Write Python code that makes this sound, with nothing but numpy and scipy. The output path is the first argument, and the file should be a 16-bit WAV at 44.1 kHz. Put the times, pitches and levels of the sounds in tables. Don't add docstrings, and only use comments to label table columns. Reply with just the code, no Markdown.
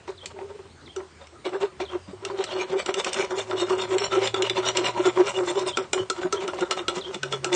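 import sys
import numpy as np
from scipy import signal
from scipy.io import wavfile
from scipy.ndimage import uniform_filter1d

SR = 44100
rng = np.random.default_rng(int(sys.argv[2]) if len(sys.argv) > 2 else 0)


def convert_level_to_amplitude(level_db):
    exponent = np.asarray(level_db, float) / 20
    return 10 ** exponent


def inscribe(sig):
    pcm = np.round(np.clip(np.atleast_2d(sig).T, -1, 1) * 32767)
    wavfile.write(sys.argv[1], SR, pcm.astype(np.int16))


N = 332955
T = np.arange(N) / SR

# [Hz, dB]
WASH = [(26, -40.5), (45, 3.5), (92, 4), (287, -3.5), (392, 3.5), (479, -6), (1250, -7.5), (8500, -20.5)]
WASH_DB = -51.5
# [s, Hz, dB]
ENGINES = [
    [(0.0, 92.2, -57), (1.282, 78.4, -56.5), (1.5, 83.9, -72)],
    [(1.75, 67, -53), (2.312, 111, -54.5), (2.55, 106.7, -66)],
    [(3.25, 106, -53), (4.37, 113.2, -47), (5.9, 131.4, -54)],
    [(7.12, 138, -76), (7.234, 139.4, -44.5), (7.55, 134, -44.5)],
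]
# [s, Hz, dB]
SONG = [
    (0, 5600, -16),
    (.011, 3800, -6),
    (.024, 3300, -4),
    (.029, 4900, -28),
    (.037, 3080, -7),
    (.058, 3250, -1),
    (.066, 3700, -22),
    (.077, 3000, -5),
    (.088, 3600, -18),
]
# [s, dB]
SONGS = [
    (0.170, -45),
    (0.852, -47),
    (1.844, -42.5),
    (2.456, -40.5),
    (5.693, -35),
    (6.324, -38),
    (7.003, -36),
]
# [s, Hz, dB]
PEEP = [
    (0, 3800, -60),
    (.035, 4700, -65),
]
PEEPS = [
    .7,
    .81,
]
# [s, Hz, dB]
TRILL = [
    (2.01, 4800, -64),
    (2.14, 4780, -66),
]

# [Hz, Hz, dB]
JAW = [
    (572, 68, 5.5),
    (752.4, 10, -6.5),
    (940, 35, -1.5),
    (1283, 9, -9.5),
    (960, 1120, 6.5),
]
BLADE = [
    (2030, 210, -5.5),
    (2430, 680, 11),
    (2860, 60, 1),
    (3260, 150, -1),
    (3556, 120, 3.5),
    (4160, 180, -2),
    (2720, 820, 2),
]
SIZZLE = [
    (4830, 960, -5.5),
    (5750, 910, 9.5),
    (6670, 800, 0.5),
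    (7320, 300, 3.5),
    (8500, 900, -14.5),
    (6000, 1400, 2),
]
VALLEYS_HZ = [1730, 2580, 4615, 6130]

# [s, dB, Hz]
THUMPS = [(0.819, -44, 289), (2.079, -32, 190), (2.693, -35, 161), (3.158, -34, 235.5), (5.775, -29, 258),
          (6.002, -30.5, 112), (6.243, -30, 178.1), (6.429, -35, 180.1), (6.607, -30, 184.8),
          (6.965, -30.5, 183), (7.145, -34, 200.2), (7.321, -37, 187.2)]
# [s, dB, Hz]
SNAGS = [(0.079, -23, 953), (0.388, -24.5, 780), (0.413, -29.5, 950), (0.494, -32, 993),
         (0.591, -32.5, 929), (0.877, -34, 2030), (1.003, -29, 930), (1.451, -28, 2330), (1.533, -26, 770),
         (1.609, -22, 748), (1.635, -18.5, 931), (1.801, -18, 709.4), (1.933, -22, 1110), (2.299, -20, 940),
         (2.386, -30, 965), (2.49, -24, 904), (2.891, -11.5, 775), (3.068, -15.5, 1090),
         (3.162, -19, 743.4), (3.225, -17, 755.7), (3.308, -17, 780), (3.355, -26, 937), (3.511, -16, 978),
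         (3.579, -17.5, 3640), (3.683, -22, 1310), (3.704, -13.5, 1140), (4.119, -18, 1290),
         (4.363, -24, 764), (4.533, -21.5, 3500), (4.58, -13.5, 956), (4.844, -15, 2849),
         (4.859, -15.5, 2842), (4.976, -13, 950.6), (5.052, -17, 980), (5.173, -11, 980),
         (5.195, -22, 933.5), (5.473, -17.5, 942), (3.672, -27, 1400), (5.977, -18, 1110),
         (6.216, -20, 740), (6.534, -17.5, 950), (6.587, -18.5, 751), (7.501, -24, 900),
         (6.774, -16.5, 776), (6.964, -25.5, 703)]
# [s, dB, ms, Hz]
CHATTERS = [(1.46, -38, 21.35, 2230), (3.588, -37, 19, 2900), (1.82, -36, 15, 2400), (2.32, -54, 24, 4520),
            (2.612, -32, 29.5, 2380), (2.615, -44, 34.5, 6510), (2.797, -37, 45, 2360),
            (3.216, -31.5, 35.4, 2325), (5.937, -29, 11, 2430), (2.523, -40, 6.4, 4400),
            (3.377, -44.5, 20, 4280), (3.41, -34, 15, 3600), (3.605, -39, 32, 7760),
            (3.606, -33.5, 62, 3680), (3.618, -40, 30, 4280), (2.54, -39, 8, 4400),
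            (4.004, -33.5, 14.3, 5455), (4.048, -32.5, 33, 5560), (4.059, -31, 14, 7220),
            (4.128, -36, 38, 3627), (4.248, -36, 20, 4970), (4.251, -37, 31, 7320), (4.459, -32, 32, 2890),
            (4.684, -26.5, 29.7, 5795), (4.676, -34, 7, 5570), (4.865, -31, 24.7, 2870),
            (5.006, -32, 9, 2900), (5.087, -44, 29.4, 7140), (5.299, -44, 30, 7340), (5.364, -34, 25, 2860),
            (5.37, -36, 15.7, 3560), (7.336, -32, 28, 3440), (5.491, -36.5, 39, 3530),
            (5.501, -39.5, 28.7, 7320), (5.506, -42, 20, 8280), (5.58, -44, 22, 7300),
            (3.815, -36.5, 50, 3660), (5.683, -37, 30, 8151), (5.695, -31.5, 22, 3596),
            (6.612, -51, 11.8, 7280), (6.791, -36, 16, 2870), (6.791, -33.5, 19.5, 3640),
            (1.467, -47, 24, 2300),
    (6.67, -41, 13, 1364),
    (1.552, -40.5, 21, 1600),
    (6, -32.5, 20, 3000),
    (7.237, -27, 10.6, 1490),
]
# [s, dB, ms, Hz]
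DRONES = [(0.094, -42, 22, 956), (0.363, -51, 18, 930), (0.414, -47, 26, 943), (7.16, -42, 11, 740),
          (1.368, -53, 63, 1270), (1.692, -54, 70, 1260), (2.405, -41, 27, 937.4), (2.621, -40, 15, 1250),
          (2.804, -38.5, 28, 1240), (3.0, -41, 22, 984), (3.2, -35.5, 32.1, 1480), (3.833, -47, 34, 1569),
          (4.041, -40, 57, 960), (4.145, -28.5, 57, 1341), (4.239, -34.5, 39, 950), (4.581, -29, 28, 942),
          (4.65, -34.5, 24, 1360), (4.686, -40, 30.2, 1340), (4.879, -32, 60, 972), (4.976, -29, 39.6, 964),
          (5.064, -33, 48, 1375), (5.065, -37, 34, 960), (5.19, -30, 34, 957), (5.281, -32, 17, 1340),
          (5.29, -34, 55, 950), (5.59, -31.5, 57, 1003), (5.681, -38, 52, 993), (6.186, -41.5, 20, 1370),
          (6.241, -37, 30, 1530), (6.541, -33, 17.3, 610), (6.626, -37, 35.4, 1425),
          (6.818, -45.5, 141, 1275), (6.492, -31.5, 26, 1340)]
CHATTER_WIDTH_HZ, DRONE_WIDTH_HZ = 72, 52
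SNAG_DB, SNAG_S, SNAG_KICK_DB = -5.5, 0.022, -6.5

# [s, dB, dB, Hz]
KNOCKS = [(0.2576, -25.5, -32, 4520), (0.9613, -32.5, -4.5, 5960), (1.27, -43.5, -14, 2250),
          (2.2495, -23.5, -12.5, 2780), (2.4397, -22.5, -15, 4220), (2.8603, -23.5, -7.5, 2890),
          (2.9406, -21, -12.5, 2818), (3.045, -19.5, -26, 2560), (3.13, -21.5, -35, 8150),
          (3.1423, -24, -17, 2710), (3.5101, -29.5, 1, 3570), (3.9824, -20, -25, 3000),
          (4.273, -17, -39, 3410), (4.3425, -17.5, -7.5, 3400), (4.4216, -16.5, -27, 2928),
          (4.4969, -13, -24, 3544), (4.7702, -13.5, -16, 2875), (5.771, -19, -1.5, 2417),
          (5.9313, -14, -7.5, 7020), (6.0988, -17.5, -5, 4134), (6.325, -20.5, -1, 6070),
          (6.478, -25.5, -5.5, 2820), (6.608, -28.5, -7, 2860), (6.7097, -16.5, -9.5, 2780),
          (6.8814, -13, -10, 3364), (7.1441, -23.5, -12.5, 3446), (7.2311, -21.5, -7.5, 2550),
          (7.324, -19, -8.5, 3300), (7.444, -16.5, -8.5, 2580), (7.5276, -17, -29, 3466)]
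# [s, dB]
TOUCHES = [
    (4.686, -17),
    (5.0573, -28.5),
]
TOUCH_GAG_DB, TOUCH_HZ = -15, 2900
GAG_HZ = 1321
KICK_DB, KICK_HZ = -2, 372
KNOCK_SIZZLE_DB, HARD_DB, DULLING = -6.5, -12, 1
FLAT_HZ, FLAT_DB = 3480, -6

# [s, dB, ms, Hz]
STRUCK = [(0.09, -33.5, 22, 379.0), (0.413, -37, 49, 387.0), (0.597, -40, 20, 386.0),
          (0.97, -30.5, 21, 385), (1.05, -46, 25, 385), (1.613, -40, 20, 380), (2.228, -34.5, 21, 380),
          (1.46, -26.5, 34, 370.0), (1.815, -28.5, 25, 387.0), (2.134, -36, 18, 380.0),
          (2.314, -31.5, 48, 393.0), (3.233, -23.5, 11.4, 385.0), (3.377, -25, 32, 391.0),
          (3.787, -29, 76, 377.0), (4.012, -26, 36, 394.0), (4.22, -23.5, 39, 388.0),
          (4.507, -26.5, 15.4, 388.0), (4.891, -27, 14.4, 370.0), (5.061, -17.5, 29, 371.0),
          (5.666, -29, 41.6, 361.0), (5.784, -24, 42, 366.0), (5.962, -25.5, 66, 378.0),
          (6.105, -34, 25.9, 376.0), (6.344, -28.5, 58, 383.0), (6.487, -28, 33.1, 360.0),
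          (6.895, -29.5, 65, 343.0), (6.974, -29.5, 26, 364.0), (7.15, -33, 24.8, 353.0),
          (7.241, -32, 27.3, 360.0), (7.459, -31.5, 120, 366.0)]
# [s, dB, ms, Hz]
SWUNG = [(1.014, -34, 34, 375), (1.551, -24, 38, 378.6), (1.639, -22.5, 30, 384.4), (2.745, -24, 62, 380.3),
         (3.33, -22, 35, 359.2), (3.627, -22, 40, 362.3), (3.729, -20.5, 55, 380.8),
         (4.344, -23, 9.95, 392.6), (4.41, -22.5, 65, 381.2), (4.788, -22.5, 65, 370),
         (5.088, -24.5, 16, 372), (5.186, -24, 27, 372), (5.406, -20, 64, 359.7), (6.253, -22.5, 35, 361.3),
         (6.555, -30.5, 37, 353.2), (6.627, -18.5, 26, 355), (6.71, -27.5, 30, 387.7),
         (6.792, -29.5, 58, 360.8), (7.343, -28.5, 46, 397.7), (7.566, -11, 50.4, 351)]
# [s, dB, ms, Hz]
GRIPPED = [(0.375, -39.5, 32, 378), (0.514, -34, 22, 396), (0.557, -43, 21, 400), (0.665, -45, 23, 390),
           (1.958, -26.5, 41, 372.0), (2.271, -34, 15, 371.4), (2.409, -26.5, 31, 389.6),
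           (2.563, -23.5, 17, 382.6), (2.614, -29.5, 100, 381.0), (2.905, -19, 24, 385.4),
           (2.984, -25.5, 26, 399.4), (3.079, -34, 47, 359), (3.2, -20.5, 27, 381), (3.543, -22, 52, 365.2),
           (3.959, -21.5, 55, 376.5), (4.178, -21.5, 61, 375.7), (4.596, -23.5, 30.3, 379.7),
           (4.689, -27, 57, 372.7), (5.004, -19.5, 40, 360.2), (5.212, -15.5, 36, 372.0),
           (5.272, -27, 26.5, 402.4), (5.518, -24.5, 50.3, 353.7), (5.58, -21.5, 27, 399),
           (6.197, -28.5, 23, 353), (7.1, -33, 50, 376.8)]
# [s,
# dB, ms, Hz]
SWUNG_MORE = [
    (0.269, -46, 28, 395),
    (1.341, -49, 46, 345.2),
    (1.735, -46, 37, 367),
    (5.625, -27, 36, 365.4),
    (6.451, -28, 42.2, 385.5),
]
HUM_RISE = [0.17, 0.51, 0.7]
RING_ON_S, RING_ON_DB = 0.028, -14.5

# [s, dB, ms]
JABS = [(0.084, -45, 35), (0.235, -52, 27), (0.982, -62, 53.5), (1.458, -35, 34), (1.615, -37, 44),
        (1.808, -36, 32), (4.131, -31, 68), (4.366, -35.5, 41), (4.45, -31.5, 51), (5.359, -37.5, 87),
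        (5.776, -41, 72), (5.978, -39.5, 57), (6.224, -39, 45.5), (6.485, -41, 30.5), (6.777, -36.5, 37.0),
        (7.251, -47, 44), (7.324, -37, 41)]
# [s, dB, ms]
SWEEPS = [(0.311, -47, 15), (0.396, -54.5, 44), (1.225, -51, 37), (1.547, -44.5, 45), (1.929, -46.5, 63),
          (2.097, -55, 50), (2.408, -37, 65), (3.071, -31, 45), (3.314, -40, 32), (3.391, -33, 55),
          (3.71, -35, 71.6), (3.813, -32, 64), (4.578, -27.5, 37), (4.776, -29, 46), (4.863, -26, 56),
          (5.489, -32.5, 61), (5.59, -34.5, 59.5), (5.683, -32.5, 39.3), (6.347, -37.5, 40),
          (6.425, -37, 50), (6.542, -42.5, 21), (6.608, -39, 80), (6.723, -32, 26.3), (6.899, -34.5, 24),
          (6.968, -35.5, 47), (7.074, -49.5, 84), (7.147, -40.5, 34), (7.464, -43.5, 48)]
# [s, dB, ms]
DRAGS = [(0.506, -51.5, 25), (2.307, -48, 97), (2.526, -36.5, 50), (2.613, -34.5, 71), (2.724, -39.5, 47),
         (2.808, -32, 41), (2.899, -33.5, 40), (3.0, -29.5, 46), (3.212, -31.5, 103), (3.524, -43, 65),
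         (3.616, -32, 54), (3.936, -33.5, 50), (4.042, -30, 71), (4.259, -27.5, 63.5), (4.683, -26.5, 57),
         (4.996, -37.5, 69.6), (5.078, -29.5, 59.4), (5.206, -38.5, 106), (5.296, -29, 51),
         (5.947, -32, 9.25), (6.186, -43, 48.0), (7.569, -21, 38.6)]
STROKE_RISE = [0.22, 0.45, 0.65]
# [s, dB]
EDGE = [
    (0, -4),
    (.45, -12),
    (1.9, -11),
    (2.4, -12),
    (3.4, -5),
    (4.5, -12.5),
    (5.7, -4),
    (6.4, -10),
    (7.3, -3),
]
JAW_BY_GRIT_DB, JAW_BY_HUM_DB = 0.3, -9.5
JAW_MASS = 900
FIRM_DB, JAW_LAW, SIZZLE_LAW = -33.5, 0.69, 1.11


def evened(x):
    return x / np.sqrt(np.mean(x ** 2) + 1e-20)


def steadied(x):
    power = uniform_filter1d(uniform_filter1d(x ** 2, size=1500), size=1500)
    return x / np.sqrt(power + 1e-12)


def add(mix, s, sound):
    part = mix[round(s * SR):][:len(sound)]
    part += sound[:len(part)]


def drift(hz):
    knots = rng.standard_normal(3000)
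    return 1.22 * np.interp(T * hz, np.arange(len(knots)), knots)


def ring(x, hz, width):
    r = np.exp(-np.pi * width / SR)
    return 2 * signal.lfilter([1 - r], [1, -r * np.exp(2j * np.pi * hz / SR)], x).real


def band(x, lo_hz, hi_hz):
    return signal.sosfilt(signal.butter(2, [lo_hz, hi_hz], "bandpass", fs=SR, output="sos"), x)


def whistle(rows, waver):
    s, hz, db = np.transpose(rows)
    t = np.arange(s[0], s[-1], 1 / SR)
    phase = 2 * np.pi * np.cumsum(np.interp(t, s, hz)) / SR
    tone = np.sin(phase) * signal.windows.tukey(len(t), .1)
    return s[0], np.sqrt(2) * convert_level_to_amplitude(np.interp(t, s, db) + waver[:len(t)]) * tone


def wash():
    frames, hz = N // 256 + 5, np.fft.rfftfreq(1024, 1 / SR)
    a, b, patches = rng.standard_normal((frames, 513, 3)).T
    patches = evened(uniform_filter1d(uniform_filter1d(patches, size=10, axis=0), size=14, axis=1))
    f, db = np.transpose(WASH)
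    tilt_db = np.interp(np.log(hz + 1), np.log(f + 1), db)[:, None]
    z = (a + 1j * b) * convert_level_to_amplitude(tilt_db + 2.2 * patches)
    noise = signal.istft(z, nperseg=1024, noverlap=768)[1][:N]
    nearer_db = 3.8 * T / T[-1]
    return convert_level_to_amplitude(WASH_DB + nearer_db) * evened(noise)


def traffic():
    out = np.zeros(N)
    for rows in ENGINES:
        add(out, *whistle(rows, 1.5 * drift(12)))
    return out


def bird():
    out, phrase = np.zeros(N), whistle(SONG, 3.5 * drift(400))[1]
    for s, db in SONGS:
        add(out, s, convert_level_to_amplitude(db) * phrase)
    add(out, *whistle(TRILL, 4 * drift(150)))
    for s in PEEPS:
        add(out, s, whistle(PEEP, drift(250))[1])
    return out


def yard(x):
    t = T[:9000]
    hits = rng.choice([-1., 1.], len(t)) * (rng.random(len(t)) < 2000 / SR)
    taps = hits * (t > .006) * convert_level_to_amplitude(-60 * t / 0.21)
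    return signal.oaconvolve(x, taps / np.linalg.norm(taps))[:N]


def thumps():
    out, t = np.zeros(N), T[:5000]
    for s, db, hz in THUMPS:
        cycles = np.sin(2 * np.pi * hz * t) + 0.55 * np.sin(3 * np.pi * hz * t)
        add(out, s, convert_level_to_amplitude(db + 3.5 - 60 * t / 0.11) * (1 - np.exp(-t / 0.0078)) * cycles)
    return out


def snags():
    out, t = np.zeros(N), T[:2500]
    jolt = convert_level_to_amplitude(SNAG_KICK_DB - 60 * t / 0.17) * np.sin(2 * np.pi * KICK_HZ * t)
    for (s, db, hz), crack in zip(SNAGS, rng.standard_normal((len(SNAGS), len(t)))):
        crack = crack * convert_level_to_amplitude(-60 * t / SNAG_S) * (1 - np.exp(-t / 0.0002))
        tick = band(band(crack, 520, 2500), 520, 2500) + 4.7 * ring(ring(crack, hz, 130), hz, 900)
        add(out, s, convert_level_to_amplitude(db + SNAG_DB) * (tick / abs(tick).max() + jolt))
    return out


def chatter(rows, width_hz):
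    out, u = np.zeros(N), np.arange(-3000, 3000) / SR
    for (s, db, length, hz), grit in zip(rows, rng.standard_normal((len(rows), len(u)))):
        rung = ring(ring(grit * abs(grit), hz, width_hz), hz, 4 * width_hz)
        add(out, s + u[0], evened(rung) * convert_level_to_amplitude(db - 6.4 * (2300.0 * u / length) ** 2))
    return out


def knocks():
    out, t = np.zeros(N), T[:5000]
    blows = KNOCKS + [(s, db, TOUCH_GAG_DB, TOUCH_HZ) for s, db in TOUCHES]
    modes = (BLADE + SIZZLE)[:12]
    luck = rng.standard_normal((len(blows), 12 + len(t)))
    for (s, db, gag_db, hz), shares, crack in zip(blows, luck[:, :12], luck[:, 12:]):
        crack = crack * (convert_level_to_amplitude(-60 * t / 0.016) + 0.23 * convert_level_to_amplitude(-60 * t / 0.088)) * (1 - np.exp(-t / .0003))
        rung = [convert_level_to_amplitude(mode_db + 2.5 * share) * ring(crack, f, width) * np.sqrt(100 / width)
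                for (f, width, mode_db), share in zip(modes, shares)]
        sizzle_db = KNOCK_SIZZLE_DB - DULLING * max(db - HARD_DB, 0)
        sizzle_db += FLAT_DB * (abs(hz / FLAT_HZ - 1) < .06)
        gag = ring(ring(crack, GAG_HZ, 49), GAG_HZ, 230) + 0.15 * band(crack, 640, 1200)
        kick = ring(ring(crack, KICK_HZ, 53), KICK_HZ, 270)
        blade = band(sum(rung[:len(BLADE)]), 1400, 4500)
        sizzle = band(sum(rung[len(BLADE):]), 4400, 9000)
        favoured = ring(ring(crack, hz, 150), hz, 900)
        parts = [(gag, gag_db), (kick, gag_db + KICK_DB), (blade, -6.1),
                 (sizzle, sizzle_db), (favoured, -10)]
        for part, part_db in parts:
            peak = np.sqrt(uniform_filter1d(part ** 2, size=130).max())
            add(out, s, convert_level_to_amplitude(db + part_db) * part / peak)
    return out


def swells(tables, rise_shares):
    power = np.zeros(N)
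    u = np.arange(-SR // 4, SR // 4) / SR
    for rows, share in zip(tables, rise_shares):
        for s, db, length, *_ in rows:
            side = np.where(u < 0, share, 1 - share)
            part = convert_level_to_amplitude(db - 6 * (1e3 * abs(u) / length / side) ** 1.95) ** 2
            add(power, max(s - .25, 0), part[max(round((.25 - s) * SR), 0):])
    return np.sqrt(power)


def shaft():
    s, _, _, hz = np.transpose(sorted(STRUCK + SWUNG + SWUNG_MORE + GRIPPED))
    turns = np.cumsum(np.interp(T, s, hz) * (1 + 0.0348 * drift(133))) / SR
    tone = np.sqrt(2) * np.cos(2 * np.pi * turns) + 0.11 * np.cos(4 * np.pi * turns)
    bend = swells([STRUCK, SWUNG + SWUNG_MORE, GRIPPED], HUM_RISE)
    keep = np.exp(-1 / (RING_ON_S * SR))
    bend = np.hypot(bend, convert_level_to_amplitude(RING_ON_DB) * signal.lfilter([1 - keep], [1, -keep], bend))
    return bend * tone * convert_level_to_amplitude(3 * drift(90)), turns, bend


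def catches(turns, per_s):
    size = convert_level_to_amplitude(3.1 * np.minimum(rng.exponential(1, N), 4))
    hits = (rng.random(N) < per_s / SR) * rng.choice([-1., 1.], N)
    return evened(hits * size * (1 + 0.49 * np.cos(2 * np.pi * turns)))


def body(drive, modes, wander_db):
    out = np.zeros(N)
    for hz, width, db in modes:
        turn = np.exp(2j * np.pi * np.cumsum(hz * (1 + 0.03 * drift(11))) / SR)
        r = np.exp(-np.pi * width / SR)
        shifted = drive * convert_level_to_amplitude(db + wander_db * drift(18)) * turn.conj()
        rung = signal.lfilter([1 - r], [1, -r], shifted)
        out += (turn * rung).real * np.sqrt(100 / width)
    return out


def hollowed(x):
    for hz in VALLEYS_HZ:
        x = x - .5 * ring(x, hz, 130)
    return x


def grind(turns, bend):
    coarse, clumps = catches(turns, 2000), convert_level_to_amplitude(2.7 * drift(90))
    fine = 0.52 * coarse + 0.92 * catches(turns, 3500)
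    finest = 0.52 * coarse + 0.92 * catches(turns, 3500)
    cut = swells([JABS, SWEEPS, DRAGS], STROKE_RISE)
    firm = cut / convert_level_to_amplitude(FIRM_DB)
    by_grit = convert_level_to_amplitude(JAW_BY_GRIT_DB + FIRM_DB) * firm ** JAW_LAW
    by_hum = convert_level_to_amplitude(JAW_BY_HUM_DB) * uniform_filter1d(bend, size=JAW_MASS)
    shake = np.hypot(by_grit, by_hum)
    jaw = steadied(band(body(coarse * clumps, JAW, 2.3), 330, 1560)) * shake
    blade = steadied(band(body(fine * clumps, BLADE, 5.5), 1500, 4600)) * cut * convert_level_to_amplitude(-1)
    sizzle = steadied(band(body(finest * clumps[::-1], SIZZLE, 5), 4400, 9000))
    sizzle_level = firm ** SIZZLE_LAW * convert_level_to_amplitude(FIRM_DB + np.interp(T, *np.transpose(EDGE)))
    rub = steadied(band(coarse, 181, 330)) * shake * convert_level_to_amplitude(-16.0)
    return jaw + blade + sizzle * sizzle_level + rub


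def scene():
    far, song = wash() + traffic(), bird()
    hum, turns, bend = shaft()
    near = hollowed(grind(turns, bend) + knocks()) + thumps() + snags()
    near = near + chatter(CHATTERS, CHATTER_WIDTH_HZ) + chatter(DRONES, DRONE_WIDTH_HZ)
    hum = band(hum, 322, 900)
    return (hum + near + song + yard(convert_level_to_amplitude(-14) * near + .45 * song) + far)[None]


def gated(x):
    size = 2048
    window = np.sqrt(signal.windows.hann(size, False))
    z = signal.stft(x, nperseg=size, window=window)[2]
    power = uniform_filter1d(abs(z[:-1]) ** 2, size=2, axis=1).reshape(size // 16, 8, -1).mean(1)
    db = 10 * np.log10(power + 1e-20)
    total = power.sum(0)
    busy = (np.arange(len(db)) > 21)[:, None] * (total > np.median(total))
    weak = db < uniform_filter1d(db, size=11, axis=0) - 7 + 5.4 * busy
    weak[:9] = False
    weak[:, 1:] &= np.diff(db[8:50].mean(0)) < 5
    z[:-1] *= 1 - .97 * np.repeat(weak, 8, axis=0)
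    return signal.istft(z, nperseg=size, window=window)[1][:N]


def low_pass(x):
    return signal.sosfilt(signal.butter(12, 9550, fs=SR, output="sos"), x)


def record(dry):
    cut = signal.sosfilt(signal.butter(3, 58, "highpass", fs=SR, output="sos"), gated(dry[0]))
    narrow = signal.oaconvolve(cut, signal.firwin(401, 9250, window=("kaiser", 9), fs=SR), "same")
    return low_pass(narrow[None])


dry = scene()
out = record(dry)
inscribe(out)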